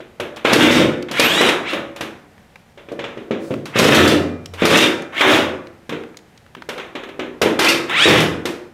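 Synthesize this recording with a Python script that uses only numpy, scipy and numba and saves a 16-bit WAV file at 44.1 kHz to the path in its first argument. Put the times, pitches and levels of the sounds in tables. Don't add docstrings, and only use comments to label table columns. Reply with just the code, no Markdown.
import sys
import numpy as np
from scipy import signal
from scipy.fft import rfft, irfft
from scipy.io import wavfile
from scipy.ndimage import uniform_filter1d, minimum_filter1d
from numba import njit

SR = 44100
rng = np.random.default_rng(int(sys.argv[2]) if len(sys.argv) > 2 else 0)


def generate_wav(signal):
    frames = np.transpose(np.atleast_2d(signal))
    scaled = np.clip(frames, -1, 1) * 32767
    pcm = np.round(scaled).astype(np.int16)
    wavfile.write(sys.argv[1], SR, pcm)


N = 384993
TIME = np.arange(N) / SR

# (frequency [Hz], level [dB])
STEEL_TONE = [(200, -78), (2000, -11), (4000, 8), (5300, 5.5), (7000, 0), (10000, -5), (12500, -7.5),
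              (14500, -12.5), (16000, -29.5)]


def amp(db):
    return 10 ** (np.asarray(db) / 20)


def unit_energy(x):
    return x / np.sqrt(np.sum(x ** 2))


def along(points, hz):
    point_hz, value = np.transpose(points)
    return np.interp(np.log(hz + 1), np.log(point_hz), value)


def ring(x, response):
    return signal.fftconvolve(x, response)[:len(x)]


def colour(x, points, size=2048):
    cepstrum = irfft(np.log(amp(along(points, np.fft.rfftfreq(size, 1 / SR)))))
    cepstrum[1:size // 2] *= 2
    cepstrum[size // 2 + 1:] = 0
    response = irfft(np.exp(rfft(cepstrum)))
    return ring(x, unit_energy(response))


def fade(t, t60):
    return np.exp(-np.log(1000) * t / t60)


def wander(t, rate):
    steps = rng.standard_normal(4096)
    return np.interp((t - t[0]) * rate, np.arange(len(steps)), steps)


def add(track, start, x):
    i = max(round(start * SR), 0)
    track[i:i + len(x)] += x[:N - i]


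def room_noise(level_db=-50, waver_db=1):
    # (frequency [Hz], level [dB])
    air_tone = [(15, -50), (25, -10), (97, -2.5), (236, -3), (285, -13), (560, -10.5), (659, -15),
                (734, -10.5), (1130, -18.5), (1890, -17.5), (4490, -28), (14400, -38), (16000, -52)]
    return amp(level_db + waver_db * wander(TIME, 23)) * colour(rng.standard_normal(N), air_tone)


def knocks(clack_t60=.078, tick_t60=.062, lag_s=.002):
    # (time [s], relative panel level [dB], relative clack level [dB], relative tick level [dB],
    #   centre of the panel's ring [Hz])
    events = [(0.002, -31, -42.5, -62, 574), (0.198, -23, -26, -34.5, 515), (0.365, -44, -34, -42.5, 227),
              (0.449, -5, -1.5, -22, 336), (0.53, -7, -5.5, -6.5, 224), (1.083, -52, -33, -53, 546),
              (1.111, -27, -28, -30, 240), (1.195, -13, -13, -13, 360), (1.409, -10.5, -8, -16.5, 433),
              (1.487, -23, -16, -24.5, 409), (1.731, -21, -23.5, -36, 530), (1.96, -43, -35, -40, 407),
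              (2.007, -26, -25.5, -31, 273), (2.774, -41.5, -42, -67, 573), (2.885, -38, -40.5, -66, 293),
              (2.917, -26, -48, -48.5, 506), (2.99, -27.5, -29.5, -57, 537),
              (3.038, -29.5, -28.5, -56, 427), (3.172, -30, -39, -61, 352), (3.308, -17.5, -28, -52, 347),
              (3.506, -17.5, -36, -68, 205), (3.654, -53, -33, -37, 476), (3.757, -17, -18.5, -45, 230),
              (3.793, -1, -4.5, -6, 212), (4.535, -35, -37.5, -40, 432), (4.621, -6.5, -12.5, -39, 243),
              (4.651, -3, -5, -7.5, 380), (5.208, -13, -0.5, -15.5, 345), (5.892, -28.5, -29.5, -39.5, 216),
              (5.923, -24.5, -31, -68, 332), (6.566, -40, -46, -64, 166), (6.688, -27, -27.5, -33.5, 510),
              (6.777, -33.5, -30.5, -44, 374), (6.796, -39, -32.5, -67, 614), (6.951, -30, -28, -48, 372),
              (7.033, -37.5, -35.5, -50, 366), (7.088, -37, -40, -54, 358), (7.192, -23.5, -26.5, -46, 380),
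              (7.415, -10.5, -15, -19.5, 360), (7.459, -14, -22, -49, 370), (7.591, -17.5, -13, -14.5, 358),
              (7.644, -21.5, -15, -17, 510), (8.056, -12, -20, -42, 392), (8.453, -21, -24, -26, 352)]
    # (frequency [Hz], level [dB])
    clack_tone = [(50, -44), (300, -18), (700, 8), (1200, 8), (2400, 7.5), (3600, 3), (4500, -10.5),
                  (7000, -15), (15000, -48)]
    sheet, clack, tick = np.zeros((3, N))
    for start, panel_db, clack_db, tick_db, ring_hz in events:
        push = .24 * chatter(t60=.11)
        push[0] += 1
        add(sheet, start, panel(amp(panel_db + 33) * push, ring_hz, focus_db=6))
        echo = room_echo()
        add(clack, start + lag_s, amp(clack_db + 30.5) * (amp(-4) * chatter(clack_t60) + echo))
        add(tick, start + lag_s, amp(tick_db + 26.5) * (amp(-1) * chatter(tick_t60) + echo))
    return workshop(sheet, direct_db=-1.5) + colour(clack, clack_tone) + colour(tick, STEEL_TONE)


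def chatter(t60):
    return unit_energy(rng.standard_normal(SR) * fade(TIME[:SR], t60))


def panel(force, centre_hz, focus_db):
    # (frequency [Hz], level [dB], fade time [s])
    notes = [(86, -14, 1.1), (112, -10, .55), (144, -7, .55), (165, -9, .5), (224, -4, .45), (246, -2, .4),
             (275, -6, .4), (293, -3, .35), (310, -2, .3), (332, 0, .4), (358, -2, .3), (378, -3, .3),
             (400, -4, .3), (432, -5, .35), (452, -6, .45), (502, -3, .35), (560, -9, .6), (595, -7, .45),
             (657, -8, .35), (712, -16, 1.3), (779, -11, .5), (1260, -12, .4), (1476, -13, .45),
             (1776, -13, .4), (2004, -13, .5), (2396, -14, .9)]
    # (frequency [Hz], level [dB])
    thud_tone = [(15, -48.5), (55, -39.5), (100, -2.5), (150, -7), (240, -2), (350, -5), (550, 0.5),
                 (800, -16), (1500, -15.5), (4000, -108.5)]
    t = TIME[:SR // 2]
    force = np.pad(force, (0, len(t)))
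    spot_gains_db = rng.uniform(-3, 3, len(notes))
    ringing = 0
    for (hz, db, t60), spot_db in zip(notes, spot_gains_db):
        weight = amp(db + spot_db - focus_db * abs(np.log2(hz / centre_hz)))
        note = unit_energy(fade(t, t60) * np.sin(2 * np.pi * hz * t))
        ringing = ringing + rng.choice([-1, 1]) * weight * note
    response = unit_energy(radiate(ringing, corner_hz=67))
    thud = colour(force, [(hz, db - focus_db * abs(np.log2(hz / centre_hz))) for hz, db in thud_tone])
    return (ring(force, response) + thud) / np.sqrt(2)


def radiate(x, corner_hz=80):
    return signal.sosfilt(signal.butter(4, corner_hz, "high", fs=SR, output="sos"), x)


def room_echo(build_s=.00057):
    # (frequency [Hz], fade time [s])
    bands = [(100, 0.61), (400, 0.62), (1200, 0.64), (3000, 0.39), (6000, 0.42), (13000, 0.32)]
    t = TIME[:SR]
    spectrum = rfft(rng.standard_normal(SR))
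    frequencies = np.fft.rfftfreq(SR, 1 / SR)
    echo = 0
    for band_hz, t60 in bands:
        share = along([(hz, hz == band_hz) for hz, _ in bands], frequencies)
        echo = echo + irfft(spectrum * share, SR) * fade(t, t60) / np.sqrt(t60)
    return unit_energy(echo * (1 - np.exp(-t / build_s)))


def workshop(x, direct_db=-4, stretches=40):
    echoes = np.zeros(N)
    hop = N // stretches + 1
    blend = np.sin(np.pi * np.arange(2 * hop) / (2 * hop))
    for first in range(0, N, hop):
        stretch = x[first:first + 2 * hop]
        faded = np.pad(stretch * blend[:len(stretch)], (0, SR))
        add(echoes, first / SR, ring(faded, room_echo()))
    return (amp(direct_db) * x + echoes) / np.hypot(1, amp(direct_db))


def ticks(rise_s=.0016, t60=.016):
    # (time [s], relative level [dB], centre pitch [Hz])
    clicks = [(0.3613, -22, 3000), (1.025, -14, 2600), (2.1979, -39, 2020), (2.379, -28.5, 1170),
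              (2.5572, -17.5, 1190), (3.5393, -7.5, 1000), (4.458, -13, 3020), (5.0209, -20, 3460),
              (5.67, -25.5, 2140), (6.0353, -20, 1300), (6.1438, -27, 1040), (6.17, -17, 3430),
              (6.1883, -27, 2060), (6.3755, -26.5, 2470), (6.463, -28, 1266), (6.5494, -13, 1310),
              (6.6207, -14, 1300)]
    out, t = np.zeros(N), TIME[:SR // 20]
    for start, db, hz in clicks:
        burst = rng.standard_normal(len(t)) * fade(t, t60) * (1 - np.exp(-t / rise_s))
        tone = [(hz / 8, -20), (hz, 0), (hz * 2, -5), (hz * 4, -22), (hz * 10, -36)]
        add(out, start, amp(db - 6) * colour(burst, tone))
    return out


def drill(carrier_ratio=.42, seat_s=.016, edge_s=.0092, run_out_s=.33, uneven_db=1.5, loose_db=-7):
    # (start [s], bit bites [s], trigger let go [s], motor speed at the bite [Hz],
    #   top speed [Hz], free whine [dB], loaded whine [dB], gear rattle [dB], thread scrape [dB],
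    #   panel rattle [dB], wobble [dB], extra racket at the start [dB], centre of the panel's ring [Hz])
    pulls = [(0.444, 0.524, .82, 224.7, 307.7, -25, -25, -7, -18.5, -9.5, -30, -1, 290),
             (1.126, 1.192, 1.485, 199.9, 328.8, -21, -18.5, -11.5, -24.5, -17.5, -47, -8, 390),
             (1.624, 1.697, 1.732, 230.2, 240.3, -21, -36.5, -23, -35.5, -35, -33.5, -18, 444),
             (3.72, 3.784, 4.13, 215.4, 302.5, -22, -30, -8, -15.5, -4.5, -24, -30, 230),
             (4.57, 4.652, 4.845, 200.2, 318, -22, -22.5, -9, -22.5, -16, -54, -12.5, 340),
             (5.12, 5.207, 5.39, 222.1, 284.8, -20.5, -27, -12, -26.5, -13, -34, -14, 297),
             (7.588, 7.645, 7.708, 159.9, 234.6, -21, -15.5, -17.5, -23, -18.5, -45, 18, 447),
             (7.882, 8.051, 8.2, 317.5, 319, -11.5, -36, -11, -22.5, -12, -59, -1, 460)]
    # (frequency [Hz], level [dB])
    gear_tone = [(60, -88), (300, -17.5), (700, -0.5), (1000, -0.5), (1500, 2), (2300, 2.5), (3000, 2),
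                 (3750, -1), (4400, -29), (6000, -22), (15000, -34.5)]
    # (rise with speed [dB/octave], drop as the screw loosens [dB/s], drop once let go [dB/s])
    whine_slopes, gear_slopes, scrape_slopes = (5.8, 4.7, 280), (1.67, 35.3, 360), (2.3, 36, 570)
    panel_slopes, wobble_slopes = (3.3, 18, 160), (7, -5.5, 187)
    whine, rattle, scrape, sheet, sway = np.zeros((5, N))
    for (start, bite, release, bite_hz, top_hz, free_db, loaded_db,
         gear_db, scrape_db, panel_db, wobble_db, start_db, ring_hz) in pulls:
        stop = release + run_out_s
        t = np.arange(start, stop, 1 / SR)
        hz = motor_speed(t, start, bite, release, bite_hz, top_hz)
        grip = np.clip((t - bite) / seat_s, 0, 1)
        edges = np.clip(np.minimum(t - start, stop - t) / edge_s, 0, 1)
        slack_db = loose_db * (1 - grip)
        load_db = np.interp(t, [start, bite], [start_db, 0]) + slack_db + uneven_db * wander(t, 28.6)

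        def level(slopes, db):
            return edges * amp(db + effort_db(slopes, t, hz, bite, release, bite_hz))

        turns = np.cumsum(hz * (1 + .008 * wander(t, 90))) / SR
        carrier = turns * carrier_ratio
        whine_db = free_db + grip * (loaded_db - free_db)
        add(whine, start, level(whine_slopes, whine_db) * gear_whine(t, hz, turns, grip))
        tooth_hits = impacts(turns, sharpness=1.67, scatter_db=4.5)
        add(rattle, start, level(gear_slopes, gear_db + load_db) * tooth_hits)
        thread_rubs = impacts(carrier, sharpness=1, scatter_db=7)
        add(scrape, start, level(scrape_slopes, scrape_db + load_db) * thread_rubs)
        jolts = impacts(carrier, sharpness=5.3, scatter_db=3)
        force = level(panel_slopes, panel_db + load_db + slack_db) * jolts
        add(sheet, start, panel(force, ring_hz, focus_db=2.5))
        add(sway, start, level(wobble_slopes, wobble_db + load_db) * wobble(carrier))
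    return whine, colour(rattle, gear_tone) + colour(scrape, STEEL_TONE) + sheet + radiate(sway)


def motor_speed(t, start, bite, release, bite_hz, top_hz, kick_hz=62.1, peak_share=.77, coast_s=.16):
    spin_up = np.interp(t, [start, bite], [kick_hz, bite_hz])
    progress = np.clip((t - bite) / (release - bite), 0, 1)
    loosening = (top_hz - bite_hz) * np.sin(np.pi / 2 * progress / peak_share) ** 2
    return (spin_up + loosening) * np.exp(-np.maximum(t - release, 0) / coast_s)


def effort_db(slopes, t, hz, bite, release, bite_hz):
    per_octave, ease, fall = slopes
    octaves = np.where(t < bite, np.log2(hz / bite_hz), 0)
    loosening_s = np.clip(t - bite, 0, release - bite)
    coasting_s = np.maximum(t - release, 0)
    return per_octave * octaves - ease * loosening_s - fall * coasting_s


def gear_whine(t, hz, turns, grip, flutter_db=3):
    # (multiple of the motor speed, level [dB])
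    tones = [(6, -3), (9, -7), (12, -1), (15, -9), (18, -7), (21, -15), (24, -13), (27, -19), (30, -19),
             (36, -22), (42, -26)]
    # (frequency [Hz], level [dB])
    shell = [(600, -13.5), (1500, -4), (2300, 2.5), (3100, 2.5), (3900, 0.5), (4500, -8), (6000, -6),
             (9000, 1.5), (14000, -18)]
    whine = 0
    for multiple, db in tones:
        slip = np.cumsum(hz * (.008 + .012 * grip) * wander(t, 700)) / SR
        strength = amp(db + flutter_db * wander(t, 180) + along(shell, multiple * hz))
        whine = whine + strength * np.sin(2 * np.pi * multiple * (turns + slip))
    return whine


def impacts(turns, sharpness, scatter_db):
    strength = amp(scatter_db * rng.standard_normal(4096))[turns.astype(int) % 4096]
    bursts = strength * np.exp(-sharpness * (turns % 1)) * rng.standard_normal(SR)[:len(turns)]
    return bursts / np.sqrt(np.mean(bursts ** 2))


def wobble(carrier):
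    # (multiple of the carrier speed, level [dB])
    tones = [(1, -15), (2, 1.5), (3, 5.5), (4, -21.5), (5, -20)]
    return sum(amp(db) * np.sin(2 * np.pi * multiple * carrier) for multiple, db in tones)


def squeak(waver=.016):
    # (time [s], length [s], pitch [Hz], level [dB])
    whistles = [(1.215, .07, 12050, -26)]
    out = np.zeros(N)
    for start, length, hz, db in whistles:
        t = TIME[:int(length * SR)]
        cycles = np.cumsum(hz * (1 + waver * wander(t, 600))) / SR
        add(out, start, amp(db) * np.sin(np.pi * t / length) * np.sin(2 * np.pi * cycles))
    return out


def rub(start_s=3.38, peak_s=3.45, end_s=3.66, level_db=-49.5):
    swell = np.interp(TIME, [start_s, peak_s, end_s], [0, 1, 0])
    hiss = colour(rng.standard_normal(N), [(1000, -16), (4500, 4), (9000, -2), (15000, -11)])
    return amp(level_db) * swell * hiss


def flex_hum(hz=89.3, rise_s=.03, t60=1.3):
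    # (time [s], level [dB])
    flexes = [(3.99, -19), (4.48, -31), (5.329, -35.5)]
    out, t = np.zeros(N), TIME[:2 * SR]
    hum = (1 - np.exp(-t / rise_s)) * fade(t, t60) * np.sin(2 * np.pi * hz * t)
    for start, db in flexes:
        add(out, start, amp(db) * hum)
    return out


def scene(tick_room_db=-10):
    whine, racket = drill()
    near_ticks = ticks()
    room = workshop(racket + .75 * whine + squeak() + amp(tick_room_db) * near_ticks)
    beam = .4 * whine
    return (room + beam + knocks() + near_ticks + flex_hum() + rub() + room_noise())[None]


@njit
def follow_peaks(x, decay):
    out, held = np.empty(len(x)), 0.
    for i in range(len(x)):
        held = max(abs(x[i]), held * decay)
        out[i] = held
    return out


def record(dry, ceiling_db=-1, release_s=.073, top_hz=16000):
    peaks = follow_peaks(dry[0] + 1e-9, np.exp(-1 / (release_s * SR)))
    gain = np.minimum(1, amp(ceiling_db) / peaks)
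    smooth_gain = uniform_filter1d(minimum_filter1d(gain, size=65), size=65)
    treble_cut = signal.ellip(10, .2, 80, top_hz, fs=SR, output="sos")
    return signal.sosfilt(treble_cut, dry * smooth_gain)


dry = scene()
out = record(dry)
generate_wav(out)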